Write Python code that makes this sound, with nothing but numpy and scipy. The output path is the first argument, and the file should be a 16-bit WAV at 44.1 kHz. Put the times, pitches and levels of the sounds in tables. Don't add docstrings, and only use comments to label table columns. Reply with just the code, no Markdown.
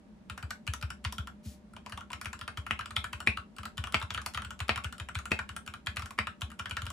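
import sys
import numpy as np
from scipy import signal
from scipy.fft import rfft, irfft, next_fast_len
from scipy.io import wavfile

SR = 44100
rng = np.random.default_rng(int(sys.argv[2]) if len(sys.argv) > 2 else 0)


def put_to_file(sound):
    columns = np.atleast_2d(sound).T
    safe = np.clip(columns, -1, 1)
    whole_steps = np.round(safe * 32767)
    wavfile.write(sys.argv[1], SR, whole_steps.astype(np.int16))


N = 305172

# f/Hz, relative level per Hz/dB
HUM_SPECTRUM = [(30, -3), (60, -4), (100, -14), (150, -11), (212, 3.5), (260, -10.5), (600, -21.5),
                (1200, -27), (10500, -47.5), (13000, -59)]
# f/Hz, level/dB
ROOM_TONES = [(597, -71.5), (780, -82.5), (940, -81)]
# f/Hz, left leads by/rad
PORT_PHASE = [(300, 0), (2670, 1.3), (6800, 0.1), (16100, -16.5)]
# f/Hz, left over right/dB
PORT_BALANCE = [(100, 1.5), (1170, -.6), (2740, 4), (6410, 4), (9810, 0.3)]
# t/s, level/dB
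PALM_SLIDE = [(1.43, -70), (1.456, -51.5), (1.54, -59), (1.62, -95)]
# t/s, level/dB, travel after the thumb's touch/ms, touch level/dB
SPACE_BAR_PRESSES = [(2.709, -25, 8, -66), (3.273, -18, 8, -52), (3.944, -21, 21, -47.5),
                     (4.693, -21.5, 12, -46), (5.317, -22.5, 9, -52), (6.188, -23.5, 10, -60)]
# t/s, cap level/dB, desk thump level/dB, travel after the finger's touch/ms
KEY_PRESSES = [(0.298, -41.5, -38, 0), (0.427, -47.5, -31.5, 0), (0.676, -34, -27, 9),
               (0.826, -39, -27.5, 13.5), (1.049, -32.5, -28, 7), (1.182, -37.5, -30, 0),
               (1.735, -72, -50, 0), (1.922, -43, -39, 26), (2.131, -36.5, -42.5, 14),
               (2.257, -35, -36, 11), (2.412, -42.5, -41.5, 21), (2.573, -38, -31.5, 0),
               (2.858, -43.5, -49, -2), (2.907, -45.5, -43.5, 0), (2.965, -25, -32, 3.5),
               (3.131, -36.5, -37, 2.5), (3.584, -44.5, -38.5, 19.5), (3.779, -36.5, -29, 7),
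               (3.839, -36.5, -41, 0), (4.025, -41, -34, 25.5), (4.105, -36, -39, 1.5),
               (4.146, -34, -37.5, 6.5), (4.346, -36, -37.5, 9), (4.42, -45, -45.5, 0),
               (4.448, -42.5, -40, 0), (4.603, -34, -30, 11.5), (4.759, -36, -36, 0),
               (4.844, -35, -31, 5.5), (4.999, -40, -34, 18), (5.153, -35.5, -29, 5),
               (5.491, -42.5, -40.5, 0), (5.676, -41, -42.5, 13), (5.87, -30, -33.5, 8),
               (5.969, -32, -34.5, 8.5), (6.021, -44, -36, 1), (6.418, -34.5, -30.5, 9),
               (6.595, -37.5, -40, 4), (6.71, -34.5, -36, 14.5), (6.819, -41.5, -31.5, 0),
               (6.866, -40.5, -36.5, 11.5)]
# t/s, reference level/dB, case pitch there
# f/Hz, switch level/dB
RETURNS = [(0.377, -34, 1470, -48.5), (0.506, -32, 1530, -39.5), (0.736, -32, 1360, -37),
           (0.903, -32, 1370, -44), (1.124, -36, 1060, -40.5), (1.272, -36.5, 1420, -50),
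           (1.765, -37.5, 965, -57.5), (1.862, -35.5, 935, -51.5), (1.975, -33, 980, -50),
           (2.008, -41, 1370, -57), (2.103, -37, 980, -55), (2.213, -34.5, 1350, -43),
           (2.33, -33, 1310, -45), (2.478, -29, 1360, -47), (2.665, -31.5, 1420, -50.5),
           (2.791, -28.5, 1330, -49), (2.809, -31.5, 1540, -53), (3.042, -27.5, 1470, -44),
           (3.203, -32.5, 1360, -44), (3.372, -26.5, 1310, -49), (3.632, -36.5, 1270, -54),
           (3.654, -32.5, 1350, -45), (3.871, -34, 1330, -50), (4.015, -29.5, 1220, -62),
           (4.176, -27, 1390, -52), (4.216, -43, 1290, -49.5), (4.261, -29, 1330, -35),
           (4.374, -25, 1230, -47.5), (4.506, -34.5, 1400, -47), (4.776, -27, 1300, -49),
           (4.925, -36.5, 1460, -48), (5.087, -34, 1390, -50), (5.188, -35, 1380, -45.5),
           (5.255, -33.5, 1390, -44.5), (5.39, -25.5, 1470, -48), (5.564, -33.5, 1350, -39.5),
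           (5.738, -34, 1370, -51), (5.994, -36.5, 1340, -47.5), (6.058, -38.5, 1430, -47.5),
           (6.107, -37.5, 1090, -48.5), (6.27, -27, 1300, -49.5), (6.502, -46, 1690, -57),
           (6.516, -42, 1290, -55), (6.657, -29, 1490, -52), (6.768, -24.5, 1430, -46),
           (6.902, -36, 1150, -44)]
# f/Hz, relative level/dB
BAR_MODES = [(380, -14), (1350, 4.5), (1990, 9), (2270, 16), (2450, 7.5), (2900, -24)]
# f/Hz at mid-board, relative level/dB
CASE_MODES = [(930, -27), (1180, 4), (1390, 23), (1620, 5)]
# f/Hz, relative level/dB
CAP_MODES = [(2050, -9.5), (2450, 4), (2920, 11), (3350, -1), (3800, -43)]
# f/Hz, relative level/dB
SWITCH_MODES = [(5600, -2), (7800, 3.5), (9500, 2), (12300, -33), (14300, -13.5)]

TIME = np.arange(9000) / SR
HZ = np.arange(N // 2 + 1) * SR / N
HUM_DB, HUM_ALIKE_HZ = -54, 440
ROOM_DB, ROOM_T60_S, ROOM_TILT_HZ = -5.5, 0.18, 8000
SCATTER_HZ, SCATTER_RAD = 117, 1.2
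PALM_DESK_DB, PALM_BOOM_DB = -34, -34.5
BAR_DESK_DB, BAR_BOOM_DB, BAR_SWITCH_DB = -10.5, -12, -22
RETURN_CASE_DB, RETURN_CAP_DB, RETURN_DESK_DB = -7, -11, -15
USUAL_PRESS_DB, FOLLOW_SHARE = -40, 0.39
PRESS_CASE_DB, PRESS_SWITCH_DB = -41, -47.5
TOUCH_DB = np.array([-54.5, -54, -51.5])
CASE_HZ = 1390
LEAD = 440
BASS_CUT_HZ, CUTOFF_HZ = 47, 16900


def amp(db):
    return 10 ** (np.asarray(db) / 20)


def at_hz(points):
    f, value = np.transpose(points)
    return np.interp(np.log(HZ + 1), np.log(f), value)


def add(out, t_s, sound, lead=0):
    start = round(t_s * SR) - lead
    out[start:start + len(sound)] += sound[:N - start]


def hum():
    mid, side = rfft(rng.standard_normal((2, N))) * amp(at_hz(HUM_SPECTRUM))
    coherence = .95 / (1 + (HZ / HUM_ALIKE_HZ) ** 2)
    common, opposed = np.sqrt(1 + coherence) * mid, np.sqrt(1 - coherence) * side
    out = irfft(common + opposed * [[1], [-1]], N)
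    return amp(HUM_DB) * out / np.std(out)


def whine():
    slow = signal.butter(2, 6.0, fs=SR, output="sos")
    waver = signal.sosfilt(slow, rng.standard_normal((len(ROOM_TONES), 2, N)))
    waver = waver / np.std(waver)
    phase = 2 * np.pi * np.arange(N) / SR
    out = np.zeros(N)
    for (hz, db), (a, b) in zip(ROOM_TONES, waver):
        out += amp(db) * (a * np.cos(hz * phase) + b * np.sin(hz * phase))
    return out


def scattered(x):
    lowpass = signal.butter(2, SCATTER_HZ, fs=SR, output="sos")
    wander = signal.sosfilt(lowpass, rng.standard_normal(N))
    analytic = signal.hilbert(x, next_fast_len(N))[:N]
    return np.real(analytic * np.exp(1j * SCATTER_RAD * wander / np.std(wander)))


def room(x):
    dull = signal.butter(1, ROOM_TILT_HZ, fs=SR, output="sos")
    tail = signal.sosfilt(dull, rng.standard_normal((2, len(TIME))))
    tail = tail * amp(-60 * TIME / ROOM_T60_S)
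    tail = tail / np.sqrt(np.sum(tail ** 2, axis=1, keepdims=True))
    return amp(ROOM_DB) * signal.fftconvolve(x[None], tail, axes=1)[:, :N]


def ports(x):
    phase = np.interp(HZ, *np.transpose(PORT_PHASE))
    half = amp(at_hz(PORT_BALANCE) / 2) * np.exp(.5j * phase)
    return irfft(rfft(x) * np.array([half, 1 / half]), N)


def brush():
    t, level_db = np.transpose(PALM_SLIDE)
    band = signal.butter(1, [2500, 12000], "band", fs=SR, output="sos")
    hiss = signal.sosfilt(band, rng.standard_normal(N))
    gain_db = np.interp(np.arange(N) / SR, t, level_db, left=-np.inf, right=-np.inf)
    return amp(gain_db) * hiss


def desk_thump():
    t, crest_s = TIME, .019
    turns = np.cumsum(67 + 130 * np.exp(-t / 0.011)) / SR
    pulse = (t / crest_s * np.exp(1 - t / crest_s)) ** 5.5
    tail = .45 * (1 - np.exp(-(t / .04) ** 2)) * np.exp(-t / .06)
    return -(pulse + tail) * np.cos(2 * np.pi * (turns - turns[round(crest_s * SR)]))


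def case_boom():
    t = TIME
    return (1 - np.exp(-(t / 0.0044) ** 2)) * np.exp(-t / 0.022) * np.sin(2 * np.pi * 212 * t)


def desk():
    thump, boom = desk_thump(), case_boom()
    out = np.zeros(N)
    palm_lands_s = PALM_SLIDE[1][0]
    add(out, palm_lands_s, amp(PALM_BOOM_DB) * boom + amp(PALM_DESK_DB) * thump)
    for t_s, db, *_ in RETURNS:
        add(out, t_s, amp(db + RETURN_DESK_DB) * thump)
    for t_s, db, *_ in SPACE_BAR_PRESSES:
        add(out, t_s, amp(db + BAR_BOOM_DB) * boom + amp(db + BAR_DESK_DB) * thump)
    for t_s, _, thump_db, _ in KEY_PRESSES:
        add(out, t_s, amp(thump_db) * thump)
    return out


def strike(modes, t60, detune, chatter_s):
    t = TIME[:2600]
    hz, level_db = np.repeat(modes, 4, axis=0).T[:, :, None]
    level_luck, pitch_luck = rng.standard_normal((2, len(hz), 1))
    decay = amp(level_db + 2 * level_luck - 60 * t / t60)
    rings = decay * np.sin(2 * np.pi * hz * (1 + detune * pitch_luck) * t)
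    after = t - LEAD / SR
    scrape = amp(-27) * np.exp(np.minimum(after, 0) / .007)
    rattle = amp(-13.5) * np.exp(-after / 0.0045) * rng.standard_normal(len(t)) ** 2
    stop = after / chatter_s * np.exp(1 - after / chatter_s)
    force = np.where(after < 0, scrape, stop + rattle) * rng.standard_normal(len(t))
    sound = signal.fftconvolve(rings.sum(axis=0), force)[:len(t)]
    return sound / np.sqrt(np.mean(sound[LEAD:LEAD + 260] ** 2))


def space_bar():
    out = np.zeros(N)
    for t_s, db, *_ in SPACE_BAR_PRESSES:
        add(out, t_s, amp(db) * strike(BAR_MODES, .013, 0.021, 0.00029), LEAD)
        add(out, t_s, amp(db + BAR_SWITCH_DB) * strike(SWITCH_MODES, 0.0092, 0.0073, 0.0012), LEAD)
    return out


def contacts():
    rows = []
    for t_s, db, hz, switch_db in RETURNS:
        rows.append((t_s, db + RETURN_CAP_DB, db + RETURN_CASE_DB, switch_db, hz))
    for t_s, _, travel_ms, touch_db in SPACE_BAR_PRESSES:
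        rows.append((t_s - travel_ms / 1e3, touch_db, touch_db, touch_db, CASE_HZ))
    for t_s, cap_db, _, travel_ms in KEY_PRESSES:
        swing_db = FOLLOW_SHARE * (cap_db - USUAL_PRESS_DB)
        rows.append((t_s, cap_db, PRESS_CASE_DB + swing_db, PRESS_SWITCH_DB + swing_db, CASE_HZ))
        if travel_ms > 2:
            rows.append((t_s - travel_ms / 1e3, *(TOUCH_DB + swing_db), CASE_HZ))
    return rows


def keys():
    out = np.zeros(N)
    for t_s, cap_db, case_db, switch_db, case_hz in contacts():
        case_modes = np.multiply(CASE_MODES, [case_hz / CASE_HZ, 1])
        add(out, t_s, amp(cap_db) * strike(CAP_MODES, .011, 0.054, 0.00045), LEAD)
        add(out, t_s, amp(case_db) * strike(case_modes, 0.017, 0.032, 0.003), LEAD)
        add(out, t_s, amp(switch_db) * strike(SWITCH_MODES, .003, 0.082, 0.00085), LEAD)
    return out


def scene():
    no_bass = signal.butter(2, 800, "high", fs=SR, output="sos")
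    board = signal.sosfilt(no_bass, keys()) + space_bar() + brush()
    reflections = room(scattered(board))
    return ports(board + desk() + reflections) + hum() + whine()


def record(dry):
    highpass = signal.butter(4, BASS_CUT_HZ, "high", fs=SR, output="sos")
    lowpass = signal.cheby2(12, 70, CUTOFF_HZ, fs=SR, output="sos")
    return signal.sosfilt(lowpass, signal.sosfilt(highpass, dry))


dry = scene()
out = record(dry)
put_to_file(out)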